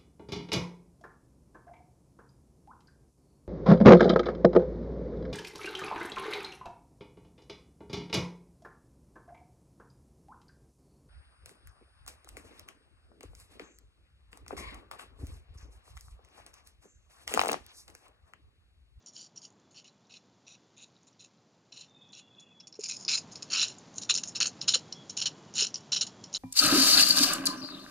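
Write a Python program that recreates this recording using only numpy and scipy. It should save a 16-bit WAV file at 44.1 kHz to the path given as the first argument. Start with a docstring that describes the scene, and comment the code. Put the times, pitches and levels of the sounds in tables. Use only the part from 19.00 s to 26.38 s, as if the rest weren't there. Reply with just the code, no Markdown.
"""Air trapped in a garden drip line spits through a micro-sprayer on a balcony. Each spurt is a dense
crackle that rings the nozzle's short air column; bursting bubbles pop out on top, and hard walls add a
short tail. Underneath sit far traffic, a hiss of mist and faint chirrs. Three dull knocks bump the phone
that hears it all, in mono at 16 kHz; after the first, spurts and background are louder."""
import sys
import numpy as np
from scipy import signal
from scipy.fft import rfft, irfft
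from scipy.io import wavfile
from scipy.ndimage import uniform_filter1d

SR = 44100
rng = np.random.default_rng(int(sys.argv[2]) if len(sys.argv) > 2 else 0)


def generate_wav(signal):
    """Clip the signal to [-1, 1] and save it as 16-bit WAV at the path in sys.argv[1]."""
    frames = np.transpose(np.atleast_2d(signal))
    scaled = np.clip(frames, -1, 1) * 32767
    pcm = np.round(scaled).astype(np.int16)
    wavfile.write(sys.argv[1], SR, pcm)


N = 325458

# Table levels are relative: each layer adds its own gain.
# Spectrum of the far traffic: f/Hz, level/dB
TRAFFIC_SPECTRUM = [(18, -53.5), (30, -20.5), (64, -27), (104, -4.5), (186, -1), (390, -8.5), (428, -9.5),
                    (960, -13.5), (2710, -30), (5550, -39), (7500, -22.5), (9750, -59.5), (16500, -120)]
# Fader moves of the background: t/s, rumble/dB, hiss/dB
BED_LEVELS = [(0.0, -65.5, -64), (.5, -66, -66), (1.9, -65, -63), (3.0, -64.5, -67), (3.8, -66, -67),
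              (4.0, -55, -54.5), (4.6, -55, -49.5), (5.0, -54, -54.5), (5.501, -53, -51), (6.4, -53, -53),
              (7.38, -54.5, -54.5)]
# Far chirrs, perhaps insects: start/s, end/s, f/Hz, width/Hz, level/dB
CHIRRS = [ (2.87, 3.14, 3610, 100, -66), (3.0, 3.45, 3410, 100, -63), (3.4, 3.72, 3400, 80, -67),
          (2.95, 3.15, 2550, 70, -78), (3.15, 3.3, 2780, 80, -70), (3.36, 3.55, 2770, 80, -74),
          (3.3, 3.57, 2570, 70, -76), (0.0, 1.7, 3450, 120, -86), (5.6, 7.38, 3330, 130, -72),
          (5.94, 6.06, 3330, 110, -62), (6.3, 7.1, 2950, 90, -74), ]
# Knocks on the phone's body: t/s, level/dB, f/Hz
KNOCKS = [(3.79, -39, 422), (5.758, -43, 510), (6.621, -44.5, 424)]
# The five modes of the nozzle's air column at rest, near multiples of 1.4 kHz: f/Hz, width/Hz
NOZZLE_MODES = [(1400, 700), (2800, 480), (4150, 560), (5500, 720), (6750, 800)]
# A creeping water plug shifts the modes: t/s, mode 2 f/Hz, mode 4 f/Hz, mode 1 boost/dB, mode 2 boost/dB
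WATER_PLUG = [(0.1, 3100, 5620, -11, -6.5), (.8, 2860, 5480, -4, 1.5), (1.6, 2580, 5730, -9, -3),
              (2.75, 2810, 5530, -5, -0.5), (3.4, 2700, 5770, -2, -3), (3.8, 2550, 5220, -0.5, -1),
              (4.15, 2530, 5050, 1, -5.5), (4.6, 2820, 5300, 4.5, -1), (5.0, 2870, 5650, -2, -6.5),
              (5.4, 2770, 5260, 2.5, -3), (5.75, 2990, 5440, -2, -1), (6.6, 2950, 5590, -2, -2.5),
              (7.35, 3090, 5450, -11, -5.5)]
# Single bubbles bursting in the nozzle: t/s, level/dB, f/Hz
BUBBLE_POPS = [(0.0613, -32, 6770), (0.154, -41, 6820), (0.3595, -50, 5600), (0.4184, -38, 4900),
               (0.5033, -44, 6800), (0.7098, -52, 6610), (0.85, -48, 3800), (1.0705, -52, 5800),
               (1.1004, -47, 6950), (1.47, -46, 5650), (1.7794, -38, 6460), (1.8203, -39, 6560),
               (2.0692, -53, 6560), (2.129, -50, 5740), (2.1999, -41, 6600), (2.726, -36, 4040),
               (3.1228, -42, 7000), (3.3977, -43, 6900), (3.6007, -37, 5360), (3.671, -31.5, 5440),
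               (3.7264, -31.5, 5460), (3.795, -30.5, 6800), (3.8147, -28, 5200), (3.8397, -31, 6560),
               (4.0502, -26, 5460), (4.0804, -10.5, 4930), (4.3206, -38, 5470), (4.357, -25, 4920),
               (4.4243, -28.5, 4240), (4.515, -27, 4870), (4.5324, -12, 5600), (4.6835, -23, 6500),
               (4.786, -42, 6720), (4.9417, -36, 6340), (4.959, -32, 6260), (4.9821, -17.5, 6430),
               (5.0194, -31, 6700), (5.0973, -12, 3670), (5.1412, -9.5, 6350), (5.236, -15, 6330),
               (5.2754, -22, 6460), (5.355, -31, 5400), (5.403, -6, 6510), (5.461, -14, 6640),
               (5.6145, -16, 5120), (5.683, -9, 5100), (5.7379, -13, 3620), (5.9262, -21, 5570),
               (6.0985, -23, 5560), (6.1684, -25, 6710), (6.1749, -18.5, 6670), (6.2572, -18, 4100),
               (6.5395, -31, 6500), (6.743, -13.5, 5650), (6.9209, -15, 5610), (6.9626, -30, 5300),
               (7.01, -11.5, 5500), (7.0678, -32, 6940), (7.2387, -30, 7000), (7.3397, -14.5, 6400),
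               (0.0248, -53, 6060), (0.1271, -50, 5670), (0.375, -33, 5600), (0.406, -54, 4840),
               (0.5244, -52, 7040), (0.599, -52, 6600), (0.7764, -37, 4500), (1.0525, -55, 3790),
               (1.1274, -42, 4550), (1.1704, -43, 4160), (1.5194, -48, 6500), (1.8834, -56, 6570),
               (1.9555, -55, 3870), (1.9654, -48, 3900), (2.0318, -47, 6570), (2.0804, -53, 6580),
               (2.2104, -43, 6740), (2.383, -57, 4080), (2.7896, -48, 3800), (2.8085, -42, 5390),
               (2.8964, -50, 6000), (3.051, -53, 3700), (3.0904, -49, 5790), (3.1502, -36, 5600),
               (3.1827, -44, 6810), (3.3494, -51, 3680), (3.8896, -23, 6500), (3.9115, -17, 5600),
               (4.0068, -35, 6630), (4.1274, -14, 5190), (4.1724, -16, 6900), (4.5585, -17, 4310),
               (4.5704, -17, 5110), (4.596, -10, 4100), (4.6309, -11.5, 3990), (5.1058, -7, 4120),
               (5.1484, -17, 6530), (5.1624, -12.5, 5240), (5.1756, -12, 6470), (5.2924, -32, 6710),
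               (5.4264, -17, 5500), (5.471, -9.5, 6400), (5.5932, -44, 5280), (5.6914, -11, 5600),
               (5.7219, -21, 3850), (6.2133, -20, 5410), (6.5809, -21, 5660), (6.5889, -13.5, 4350),
               (6.6278, -12, 5730), (6.6692, -22, 5700), (6.7074, -44, 5560), (6.7575, -17, 5100),
               (6.9284, -17, 5700), (7.3524, -15, 5140)]
# Spurts of air: t/s, hold/s, level/dB, change over the hold/dB, fullness/dB (low modes against high),
# brightness/dB (mode 5 against mode 4), mode 3 f/Hz
AIR_SPURTS = [(0.059, 0.04, -48, -3, -13, 0, 4700), (0.13, 0.03, -65, 21, -16, 4, 4330),
              (0.16, 0.11, -45, -12.5, -5.5, -2, 4870), (0.356, 0.025, -54.5, 9, -11.5, 1, 4600),
              (0.413, 0.042, -51, 4, -13, 5, 4920), (0.707, 0.036, -58.5, -21, -18, 18, 4450),
              (0.74, 0.062, -61.5, 8.5, -6, 0, 4380), (0.841, 0.045, -60.5, 2.5, -5, 3, 4080),
              (1.093, 0.086, -61.5, 4, -2, -3, 4030), (1.464, 0.09, -57, -3, -5, 1, 3850),
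              (1.764, 0.031, -64, 6.5, -3.5, 12, 3700), (1.791, 0.053, -67.5, 12.5, -7.5, 14, 3860),
              (2.066, 0.026, -64, 3, -13.5, 14, 4000), (2.191, 0.072, -58, -4, -7.5, 5, 3970),
              (2.717, 0.13, -55, -1.5, -4, 2, 4100), (3.126, 0.077, -56.5, 3, -6.5, 3, 3940),
              (3.394, 0.014, -57, 2, -19, 12, 3970), (3.601, 0.014, -49, -19, 2, -36, 4000),
              (3.669, 0.014, -47, -11, -10.5, 1, 4650), (3.723, 0.0075, -46, -19, -14, -19, 4370),
              (3.74, 0.006, -39, -22, -14, -15, 4350), (3.752, 0.014, -54, -1, -18, -6, 4480),
              (3.789, 0.053, -51.5, 7, -14, 1, 4720), (3.834, 0.064, -36, -9, -15, -1, 4730),
              (3.885, 0.039, -35, -1, -10.5, 2, 4200), (3.921, 0.094, -39.5, -16, -26, -3, 4230),
              (3.995, 0.042, -53.5, 7.5, -26, 2, 4380), (4.046, 0.02, -40.5, -7, -26, -15, 4620),
              (4.081, 0.077, -24.5, -6, -7.5, -3, 4200), (4.17, 0.023, -30, -9.5, -11, 0, 4250),
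              (4.313, 0.034, -47, -8, -25, 7, 4410), (4.351, 0.011, -34.5, -5.5, -15.5, -5, 4400),
              (4.421, 0.01, -42, 1, -13, 0, 4400), (4.498, 0.055, -42.5, 13, -2.5, -3, 4520),
              (4.553, 0.087, -31, 3, -5.5, -3, 3950), (4.645, 0.038, -37.5, -17, -5, 0, 4130),
              (4.677, 0.081, -42, -22, -9, 2, 4080), (4.782, 0.0052, -45.5, -4, -26, 12, 4190),
              (4.949, 0.033, -62.5, 20, -23, 14, 4270), (4.98, 0.0081, -36.5, -10, -9.5, 11, 4060),
              (5.014, 0.024, -39, 4, -12, 2, 4150), (5.09, 0.02, -25.5, 3.5, -4, 7.5, 3900),
              (5.132, 0.0035, -22, -29, -17.5, 7, 4200), (5.145, 0.014, -24.5, -4, -10, 3, 4200),
              (5.162, 0.0085, -28, -20, -14, 7, 4200), (5.175, 0.013, -23, -13, -10, -2, 3990),
              (5.233, 0.0056, -24, -10.5, -11.5, 2, 4100), (5.252, 0.015, -41, -15, -19, 7, 4300),
              (5.271, 0.023, -41, 4, -27, 6, 4200), (5.348, 0.024, -37.5, 2.5, -6, -5, 4240),
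              (5.401, 0.03, -25.5, 1, -3, -2, 4280), (5.454, 0.025, -35, -2.5, -8.5, 6, 4400),
              (5.61, 0.0074, -28, -2, -9.5, 4, 4060), (5.676, 0.02, -25, 2.5, -7.5, 4, 4100),
              (5.706, 0.033, -35.5, -4, -17, 5, 4050), (5.739, 0.028, -19.5, -15.5, -5, 3, 4220),
              (5.923, 0.0056, -20, -19, -20, -12, 4300), (6.095, 0.0041, -25.5, -8.5, -15, 6, 4130),
              (6.166, 0.037, -33.5, -2, -10, 2, 4170), (6.213, 0.029, -29, -10, -4, -8.5, 4100),
              (6.255, 0.028, -20.5, -20.5, -2, -5.5, 4130), (6.536, 0.016, -39, -2, -15, 1, 4160),
              (6.552, 0.023, -33, 1.5, -8.5, 2, 4070), (6.578, 0.074, -28.5, -4, -4.5, -1.5, 4160),
              (6.666, 0.0075, -19.5, -20, -12, -11, 4230), (6.739, 0.026, -41.5, 4.5, -11.5, -6, 4560),
              (6.805, 0.0085, -45, -19, -15, 0, 4460), (6.918, 0.033, -25, -5, -5.5, 0, 4150),
              (6.958, 0.019, -26, -3.5, -3, -8, 3970), (7.009, 0.027, -24.5, -12, -5, 0, 4070),
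              (7.064, 0.011, -39.5, -1.5, -7, 6, 4300), (7.238, 0.0045, -32.5, -9, -9.5, -5, 4390),
              (7.327, 0.0051, -36, -2, -11, -2, 4160), (7.342, 0.04, -26, -22, -4.5, 4, 4020)]

MODE_DB = (-14.5, 1, 3.5, -1.5, -2.5)  # base balance of modes 1-5 in a spurt
FULL_SHARE = (1, 1, 0.98, 0.092, 0.034)  # how far each mode follows fullness
BRIGHT_SHARE = (0.24, 0.041, 0.25, -0.36, 0.32)  # how far each follows brightness
ATTACK_S, DROP_DB, RELEASE_DB_PER_S, RELEASE_S = 0.0039, -8, -500, 0.12
SPLAT_HZ, SPLAT_WIDTH_HZ, SPLAT_DB = 810, 1100, -22  # dull splatter of the water thrown out
POPS_PER_S, POP_OVER_DB, POP_SCATTER_DB = 130, 4.5, 9  # stray bubbles: rate, top over the spurt, range
COMB_HZ, ECHO_DB, WALLS_DB = 498.5, -23.5, -11.5
MIC_RATE_HZ, MIC_CEILING = 16000, 0.42


def undb(db):
    """Decibels to gain."""
    return 10 ** (np.asarray(db) / 20)


def unit(x):
    """Scale to an RMS of 1."""
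    return x / np.sqrt(np.mean(x ** 2))


def band(x, hz, width):
    """Two-pole resonance, gain 1 at the centre."""
    return signal.lfilter(*signal.iirpeak(hz, hz / width, fs=SR), x)


def steep_band(x, hz, width):
    """The same resonance twice, for steeper skirts."""
    return band(band(x, hz, width), hz, width)


def wobble(rate):
    """Glide between random values, rate of them a second; RMS 1."""
    step = int(SR / rate)
    targets = rng.standard_normal(N // 100)[:N // step + 1]
    return unit(uniform_filter1d(np.repeat(targets, step)[:N], step))


def coloured_noise(points):
    """Noise shaped by points of f/Hz, level/dB."""
    hz, db = np.transpose(points)
    bins_hz = np.maximum(np.fft.rfftfreq(N, 1 / SR), 1)
    gain = undb(np.interp(np.log(bins_hz), np.log(hz), db))
    return unit(irfft(rfft(rng.standard_normal(N)) * gain, N))


def crackle(rate, spread_db, air_db):
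    """Random clicks of uneven but bounded size over a hiss of escaping air."""
    size_db = spread_db * np.minimum(rng.exponential(size=N), 3)
    clicks = (rng.random(N) < rate / SR) * undb(size_db) * rng.uniform(-0.68, 1, N)
    return unit(clicks) + undb(air_db) * rng.standard_normal(N)


def pings(events, decay_cycles, gain_db):
    """One damped sine for each event of t/s, level/dB, f/Hz."""
    out = np.zeros(N + SR)
    for start, db, hz in events:
        cycles = np.arange(int(6 * decay_cycles * SR / hz)) * hz / SR
        shape = (1 - np.exp(-cycles / 0.74)) * np.exp(-cycles / decay_cycles)
        i = int(start * SR)
        out[i:i + len(cycles)] += undb(db + gain_db) * shape / shape.max() * np.sin(2 * np.pi * cycles)
    return out[:N]


def traffic_and_mist():
    """The bed: gently swaying traffic rumble, and the sprayers' fine mist as hiss."""
    times, *faders = np.transpose(BED_LEVELS)
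    rumble_db, hiss_db = (np.interp(np.arange(N) / SR, times, fader) for fader in faders)
    mist = unit(band(crackle(2100, spread_db=-8.0, air_db=-0.5), hz=4600, width=4300))
    traffic = undb(rumble_db + 0.5 + 0.82 * wobble(2.89)) * coloured_noise(TRAFFIC_SPECTRUM)
    return traffic + undb(hiss_db - 8.5) * mist


def chirrs():
    """Narrow bands of noise that fade in, flicker and fade out."""
    out, t = 0, np.arange(N) / SR
    for start, end, hz, width, db in CHIRRS:
        fade = np.clip(np.minimum(t - start, end - t) / 0.022, 0, 1)
        tone = unit(steep_band(rng.standard_normal(N), hz, width))
        out = out + fade * undb(db + 2.1 * wobble(30)) * tone
    return out


def knocks():
    """The phone's body gives a dull thud that dies within a few cycles."""
    return pings(KNOCKS, decay_cycles=2.5, gain_db=7.5)


def wall_tail(x, t60_s, predelay_s):
    """Short diffuse reverb from floor tiles, pots and wall."""
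    t = np.arange(int(0.3 * SR)) / SR
    tail = rng.standard_normal(len(t)) * np.exp(-np.log(1000) * t / t60_s) * (t > predelay_s)
    return signal.fftconvolve(x, tail / np.sqrt(np.sum(tail ** 2)))[:N]


def pot_echo(x):
    """A pot rim close by returns the sound 2 ms late; mixed in, it combs the spectrum."""
    lag = round(SR / COMB_HZ)
    return undb(ECHO_DB) * np.pad(x[:-lag], (lag, 0))


def stray_bubbles():
    """Pop events at random moments of each spurt's hold, each pitched near one of the top three modes."""
    rest_hz = np.transpose(NOZZLE_MODES)[0]
    events = []
    for start, hold, level_db, change_db, *_ in AIR_SPURTS:
        gap, size, mode, tune = rng.random((4, 16))
        delay = np.cumsum(-np.log(1 - gap)) / POPS_PER_S
        db = level_db + change_db * delay / hold + POP_OVER_DB - POP_SCATTER_DB * size
        hz = rest_hz[2 + (3 * mode).astype(int)] * (1 + 0.1 * (tune - 0.5))
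        events += list(np.transpose([start + delay, db, hz])[delay < hold])
    return events


def bubble_pops():
    """Each bursting bubble pings at its own pitch, and its click rings the nozzle's modes 2-5."""
    events = list(BUBBLE_POPS) + stray_bubbles()
    times, db, _ = np.transpose(events)
    clicks = np.zeros(N)
    clicks[np.minimum((times * SR).astype(int), N - 1)] = undb(db)
    body = sum(steep_band(clicks, hz, width) for hz, width in NOZZLE_MODES[1:])
    return pings(events, decay_cycles=6.5, gain_db=-5.5) + undb(-3.5) * body


def spurt_envelope(hold, level_db, change_db):
    """Hard attack, a hold that swells or sags; then water shuts the path and the rest dribbles out."""
    t = np.arange(int((hold + RELEASE_S) * SR)) / SR
    attack = np.clip(t / ATTACK_S, 1e-3, 1)
    held_db = level_db + change_db * np.minimum(t / hold, 1)
    release_db = (t > hold) * (DROP_DB + RELEASE_DB_PER_S * (t - hold))
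    return attack * undb(held_db + release_db)


def air_spurts():
    """Crackle flutters as water and air trade places, ringing a column that the water plug retunes."""
    flutter = np.pad(crackle(1200, spread_db=1.2, air_db=-5.0) * undb(1.34 * wobble(200)), (0, SR))
    # A click strikes each mode differently.
    strikes = undb([np.pad(2.27 * wobble(100), (0, SR)) for _ in NOZZLE_MODES])
    detunes = 1 + 0.011 * rng.standard_normal((len(AIR_SPURTS), len(NOZZLE_MODES)))
    plug_times, *plug_curves = np.transpose(WATER_PLUG)
    rest_hz, widths = np.transpose(NOZZLE_MODES)
    out = np.zeros(N + SR)
    for (start, hold, level_db, change_db, full_db, bright_db, hz3), detune in zip(AIR_SPURTS, detunes):
        envelope = spurt_envelope(hold, level_db, change_db)
        span = slice(int(start * SR), int(start * SR) + len(envelope))
        gust = flutter[span] * envelope
        hz2, hz4, boost1_db, boost2_db = (np.interp(start, plug_times, curve) for curve in plug_curves)
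        mode_hz = detune * [rest_hz[0], hz2, hz3, hz4, rest_hz[4]]
        mode_db = np.array(MODE_DB) + full_db * np.array(FULL_SHARE) + bright_db * np.array(BRIGHT_SHARE)
        mode_db[:2] += [boost1_db, boost2_db]
        for hz, db, width, strike in zip(mode_hz, mode_db, widths, strikes):
            out[span] += undb(db) * np.sqrt(SR / width) * steep_band(gust * strike[span], hz, width)
        splatter = np.sqrt(SR / SPLAT_WIDTH_HZ) * band(gust, SPLAT_HZ, SPLAT_WIDTH_HZ)
        out[span] += undb(SPLAT_DB + full_db) * splatter
    return undb(-4.0) * out[:N]


def scene():
    """The nozzle and its reflections up front, over knocks and background; both channels alike."""
    nozzle = air_spurts() + bubble_pops()
    nozzle += pot_echo(nozzle)
    mono = nozzle + undb(WALLS_DB) * wall_tail(nozzle, t60_s=0.092, predelay_s=0.0019)
    mono += knocks() + chirrs() + traffic_and_mist()
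    return np.array([mono, mono])


def record(dry):
    """The phone rounds loud pops and cuts the top; upsampling mirrors the treble faintly above 8 kHz."""
    rounded = MIC_CEILING * np.tanh(dry / MIC_CEILING)
    dulled = signal.sosfilt(signal.ellip(6, 1, 40, 7250, fs=SR, output="sos"), rounded)
    dulled = signal.sosfilt(signal.butter(4, 8200, fs=SR, output="sos"), dulled)
    mirror = 2 * dulled * np.cos(2 * np.pi * MIC_RATE_HZ * np.arange(N) / SR)
    mirror = signal.sosfilt(signal.butter(5, [8000, 9350], "bandpass", fs=SR, output="sos"), mirror)
    high_cut = signal.ellip(8, 0.2, 70, 10900, fs=SR, output="sos")
    return signal.sosfilt(high_cut, dulled + undb(-16) * mirror)


dry = scene()
out = record(dry)
generate_wav(out)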